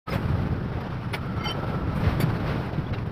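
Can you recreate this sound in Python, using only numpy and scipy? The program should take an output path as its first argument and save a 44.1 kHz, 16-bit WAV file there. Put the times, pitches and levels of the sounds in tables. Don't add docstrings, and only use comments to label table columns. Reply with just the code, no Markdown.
import sys
import numpy as np
from scipy import signal
from scipy.io import wavfile
from scipy.ndimage import uniform_filter1d

SR = 44100
rng = np.random.default_rng(int(sys.argv[2]) if len(sys.argv) > 2 else 0)


def ratio(d):
    e = np.asarray(d, float) / 20
    return 10 ** e


def to_wav(s):
    ch = np.atleast_2d(s).T
    pcm = np.round(np.clip(ch, -1, 1) * 32767)
    wavfile.write(sys.argv[1], SR, pcm.astype(np.int16))


N = 137151
T = np.arange(N) / SR


def evened(x):
    return x / np.sqrt(np.mean(x ** 2) + 1e-20)


def curve(times_s, values):
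    return np.interp(T, times_s, values)


def kept(start_s, length_s, edge_s, release_s=None):
    rise = (T - start_s) / edge_s
    fall = (start_s + length_s - T) / (release_s or edge_s)
    return np.sin(np.pi / 2 * np.clip(np.minimum(rise, fall), 0, 1)) ** 2


def slice_steps():
    slice_s = 0.022
    steps = np.clip(rng.standard_normal(400), -2, 2)
    number = np.minimum(T / slice_s, 399).astype(int)
    return uniform_filter1d(steps[number], size=300)


def noise(points, patchy_db, slice_db, slices, size=512, wide=6, long=8):
    hop = size // 4
    point_hz, point_db = np.transpose(points)
    frames, hz = N // hop + 5, np.fft.rfftfreq(size, 1 / SR)
    real, imag, patch = rng.standard_normal((frames, len(hz), 3)).T
    patch = uniform_filter1d(patch, size=int(wide), axis=0)
    patch = evened(uniform_filter1d(patch, size=int(long), axis=1))
    colour_db = np.interp(np.log(hz + 1), np.log(point_hz + 1), point_db, left=-90, right=-90)
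    spectrum = (real + 1j * imag) * ratio(colour_db[:, None] + patchy_db * np.clip(patch, -2, 2))
    sound = signal.istft(spectrum, nperseg=size, noverlap=size - hop)[1][:N]
    return evened(sound * ratio(slice_db * slices))


def slow_wander():
    wander = uniform_filter1d(rng.standard_normal(12000), size=150)
    return evened(uniform_filter1d(wander, size=150))


def held(rows, swell, waver, beat_db):
    out = np.zeros(N)
    for start_s, length_s, pitch_hz, level_db in rows:
        drift, beat = slow_wander(), slow_wander()
        first = round(start_s * SR)
        at = slice(first, first + 12000)
        phase = 2 * np.pi * np.cumsum(pitch_hz * (1 + waver * drift)) / SR
        tone = np.sin(phase) * ratio(level_db + beat_db * beat)
        gain = kept(start_s, length_s, swell * length_s)[at]
        out[at] += np.sqrt(2) * gain * tone[:len(gain)]
    return out


# start_s, level_db
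ENGINE_LEVEL = [(.07, -39.5), (.13, -27), (.5, -27.5), (.8, -31.5), (1.07, -34), (1.3, -30), (1.6, -34),
                (1.72, -29), (2.1, -27.5), (2.5, -28.5), (2.72, -32), (3.1, -33)]
# pitch_hz, level_db (per Hz)
RUMBLE_COLOUR = [(12, -42), (20, -2), (38, -31.5), (65, 1), (139, 5), (316, -12.5), (377, -15.5),
                 (409, -12.5), (500, -17.5), (650, -53), (1100, -120)]


def engine(slices):
    throbs_per_s, throb_db = 100, -6.5
    when = rng.random(N) < throbs_per_s / SR
    size = when * ratio(1.7 * np.minimum(rng.exponential(1, N), 4))
    kind = rng.integers(0, 8, N)
    throbs = np.zeros(N)
    for k, pitch_hz in enumerate(np.geomspace(65, 210, num=8)):
        u = np.linspace(-2, 2, int(2 * SR / pitch_hz))
        pulse = np.cos(np.pi * 1.6 * u) * np.exp(-1.5 * u ** 2)
        throbs += signal.oaconvolve(size * (kind == k), pulse)[:N]
    wash = noise(RUMBLE_COLOUR, 0.94, 0.85, slices, size=2048)
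    return ratio(curve(*np.transpose(ENGINE_LEVEL)) + 1.5) * evened(wash + ratio(throb_db) * evened(throbs))


# start_s, roar_db, growl_db
ROAR_LEVEL = [(.07, -51, -44), (.3, -48.5, -40), (.55, -53.5, -46.5), (.82, -51.5, -39), (1.048, -55, -57),
              (1.4, -51, -43), (1.6, -51, -36), (1.9, -52, -41), (2.1, -46, -41), (2.55, -49, -37.5),
              (2.75, -51.5, -41.5), (3.1, -56, -48)]
# pitch_hz, level_db (per Hz)
BODY_COLOUR = [(150, -31), (250, -8.5), (450, -8), (1000, -9), (1450, -10), (1700, -14.5), (3000, -23),
               (5400, -32), (6500, -49), (9000, -62)]
# pitch_hz, level_db (per Hz)
GROWL_COLOUR = [(170, -20.5), (280, -3), (550, -2.5), (1000, -9)]


def roar_and_growl(slices):
    start_s, roar_db, growl_db = np.transpose(ROAR_LEVEL)
    roar = ratio(curve(start_s, roar_db) + 12.5) * noise(BODY_COLOUR, 0.77, 1.5, slices)
    growl = ratio(curve(start_s, growl_db)) * noise(GROWL_COLOUR, 1.6, 1.7, slices, size=1024)
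    return roar + growl


def gear_whine():
    pitch_hz, width_hz, level_db = 1330, 110, -44
    r = np.exp(-np.pi * width_hz / SR)
    jitter = rng.standard_normal(N) + 1j * rng.standard_normal(N)
    slow = signal.lfilter([1], [1, -2 * r, r * r], jitter)
    whine = evened((slow * np.exp(2j * np.pi * pitch_hz * T)).real)
    return ratio(level_db) * kept(1.11, 0.88, 0.036) * whine


# start_s, level_db
DRAG_LEVEL = [(.07, -67), (.2, -63), (.33, -65.5), (.5, -71.5), (1.0, -74.5), (1.3, -71), (1.7, -69.5),
              (1.92, -71), (2.0, -62), (2.6, -67), (2.7, -70.5), (3.1, -75.5)]
# pitch_hz, level_db (per Hz)
HISS_COLOUR = [(3820, -31), (6500, -17), (7410, -4), (9390, 2), (11000, -1.5), (13600, 1.5), (15500, 0)]


def pad_hiss(slices):
    return ratio(curve(*np.transpose(DRAG_LEVEL))) * noise(HISS_COLOUR, 1.3, 1.6, slices)


# start_s, length_s, level_db
LULLS = [
    (.243, .012, -5),
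    (.336, .008, -5),
    (.545, .012, -6),
    (.615, .01, -5),
    (.705, .016, -5),
    (1.06, .03, -4),
    (2.71, .012, -4),
    (2.911, .017, -10),
]


def drivetrain(slices):
    bed = roar_and_growl(slices) + pad_hiss(slices) + gear_whine()
    treble = signal.filtfilt(*signal.butter(2, 2000, "high", fs=SR), bed)
    lull_db = sum(level_db * kept(start_s, length_s, .4 * length_s) for start_s, length_s, level_db in LULLS)
    return bed + (ratio(lull_db) - 1) * treble


# pitch_hz, level_db (per Hz)
SCRAPE_COLOUR = [(200, -12), (450, 0.5), (800, -7.5), (2100, -7.5), (5300, -22.5), (6400, -38.5),
                 (7500, -59), (9500, -72)]
# pitch_hz, level_db (per Hz)
RASP_COLOUR = [(5500, -20), (7000, -8), (8000, -8.5), (9500, -3.5), (11800, -9), (13500, -3.5), (15500, -5)]
# start_s, length_s, scrape_db, rasp_db
SCUFFS = [(0.079, .04, -37.5, -58), (0.11, 0.068, -32, -52), (.8, .025, -40.5, -64),
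          (1.126, 0.036, -31.5, -53), (1.135, .018, -29.5, -63), (1.15, 0.024, -41, -57),
          (1.254, 0.016, -64, -68), (1.433, .035, -38, -62), (1.485, 0.05, -37, -61),
          (1.652, 0.069, -40.5, -67), (1.94, 0.056, -66, -60), (2.009, 0.11, -35, -65),
          (2.196, .026, -32, -43.5), (2.219, .022, -35, -52), (2.335, 0.044, -47, -83),
          (2.435, 0.13, -36, -66), (3.06, 0.017, -70, -67), (2.927, 0.03, -36, -69), (2.72, .04, -45, -75),
          (2.775, .025, -44, -70), (2.655, .022, -50, -64), (2.979, 0.018, -42, -80)]


def scuffs(slices):
    scrape = noise(SCRAPE_COLOUR, 1.9, 0.33, slices, wide=2.3, long=8.9)
    rasp = noise(RASP_COLOUR, 7.6, .4, slices, wide=1, long=26)
    out = np.zeros(N)
    for start_s, length_s, scrape_db, rasp_db in SCUFFS:
        gain = kept(start_s, 1.31 * length_s, 0.36 * length_s, 0.9 * length_s)
        out += gain * (ratio(scrape_db) * scrape + ratio(rasp_db) * rasp)
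    return out


# start_s, length_s, pitch_hz, level_db
THUMPS = [(.5, 0.034, 91, -25), (1.11, 0.03, 95, -25), (1.135, .025, 520, -40), (1.72, 0.04, 137, -34),
          (2.01, 0.1, 149.2, -25.5), (2.04, 0.08, 80, -24), (2.18, 0.031, 152, -33),
          (2.22, 0.046, 173.6, -23.5), (2.77, 0.041, 173.3, -21.5), (2.22, .03, 400, -33),
          (2.775, .03, 350, -33), (2.72, .025, 510, -36), (2.91, 0.032, 107.5, -24)]


def thumps():
    return held(THUMPS, swell=0.5, waver=.2, beat_db=1.1)


# start_s, length_s, pitch_hz, level_db
DISC_MODES = [(1.383, 0.06, 3060, -51), (1.375, .05, 5600, -63), (1.39, .04, 1340, -42),
              (1.4, 0.031, 2116, -43.5), (1.4, 0.045, 4620, -54), (1.425, 0.045, 2120, -37),
              (1.432, 0.026, 3063, -46), (1.438, 0.03, 4624, -44), (1.432, 0.03, 5750, -54),
              (1.452, .022, 5600, -48), (1.435, .035, 8040, -65), (1.435, .025, 13950, -63),
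              (1.448, 0.036, 845, -34), (1.445, 0.035, 1330, -36), (1.49, .032, 1350, -39),
              (1.44, .025, 13250, -65), (1.445, .035, 12608, -63), (1.452, 0.031, 3060, -31),
              (1.46, .035, 11350, -64), (1.466, 0.03, 4620, -37), (1.471, 0.032, 5570, -41),
              (1.498, .022, 5570, -47), (1.47, 0.027, 2106, -41), (1.47, 0.048, 8150, -63),
              (1.483, 0.014, 2700, -40), (1.495, .02, 2790, -45), (1.48, 0.022, 8662, -56),
              (1.481, 0.054, 3063, -31.5), (1.486, 0.03, 4620, -45), (1.51, .04, 4630, -58),
              (1.503, .028, 11050, -61), (1.505, 0.022, 9200, -57), (1.508, 0.018, 12700, -54),
              (1.518, .034, 5580, -59), (1.58, .14, 14600, -74), (1.58, .2, 11500, -82),
              (1.6, .2, 8700, -80)]


def brake_disc():
    return held(DISC_MODES, swell=0.35, waver=0.0025, beat_db=1.3)


# start_s, length_s, pitch_hz, level_db
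CLINKS = [(.075, 0.024, 1267, -35), (.119, .012, 2130, -39), (0.13, 0.018, 1085, -36),
          (.12, 0.046, 553, -35), (1.124, 0.03, 10880, -54), (1.126, .033, 9720, -53),
          (1.128, .03, 13800, -58), (1.13, 0.025, 2240, -42), (1.13, .022, 2060, -41),
          (1.13, .028, 2560, -43), (1.13, .025, 2950, -45), (1.132, .025, 3460, -46),
          (1.13, .028, 4230, -51), (1.132, .024, 1460, -38), (1.13, .03, 5360, -52),
          (1.13, 0.032, 931, -38.5), (1.13, 0.03, 5230, -53), (1.14, .035, 14600, -62),
          (1.148, 0.04, 10900, -70), (1.135, .03, 9050, -64), (1.155, .035, 8600, -72),
          (2.195, 0.03, 12400, -50), (2.196, .028, 12600, -47), (2.198, 0.02, 3490, -42.5),
          (2.198, 0.042, 6970, -58), (2.2, 0.025, 10300, -49), (2.198, .025, 11600, -46),
          (2.198, .02, 9850, -52), (2.199, 0.045, 4600, -44), (2.2, 0.043, 9280, -53),
          (2.205, .038, 12900, -51), (2.2, .025, 13800, -52), (2.2, .025, 14300, -55),
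          (2.2, .022, 15000, -54), (2.201, 0.016, 2200, -40), (2.212, .016, 2280, -42),
          (2.2, 0.02, 5400, -50)]


def clinks():
    return held(CLINKS, swell=0.25, waver=.004, beat_db=1.6)


# start_s, length_s, pitch_hz, level_db
RATTLES = [(.096, .036, 5090, -46), (.225, .024, 2890, -52), (2.74, .027, 3970, -56),
           (2.842, .02, 3300, -57), (2.86, .02, 3400, -54), (2.882, .018, 3450, -59),
           (2.93, .014, 1480, -42), (2.934, .016, 3970, -47), (2.94, .018, 2770, -47),
           (2.98, .012, 2700, -52), (2.982, .018, 3900, -58), (3.058, .022, 3750, -63)]


def rattles():
    return held(RATTLES, swell=.35, waver=.009, beat_db=3)


def cut_click():
    return ratio(-54) * (np.arange(N) == N - 40)


def scene():
    slices = slice_steps()
    running = engine(slices) + drivetrain(slices)
    metal = brake_disc() + clinks() + rattles()
    return (running + scuffs(slices) + thumps() + metal + cut_click())[None]


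def band_limit(x):
    return signal.sosfilt(signal.butter(12, 15690, fs=SR, output="sos"), x)


def record(dry):
    start_s, fade_in_s = 0.057, 0.022
    fade = np.clip((T - start_s) / fade_in_s, 0, 1) ** 2.3
    return band_limit(dry * fade)


dry = scene()
out = record(dry)
to_wav(out)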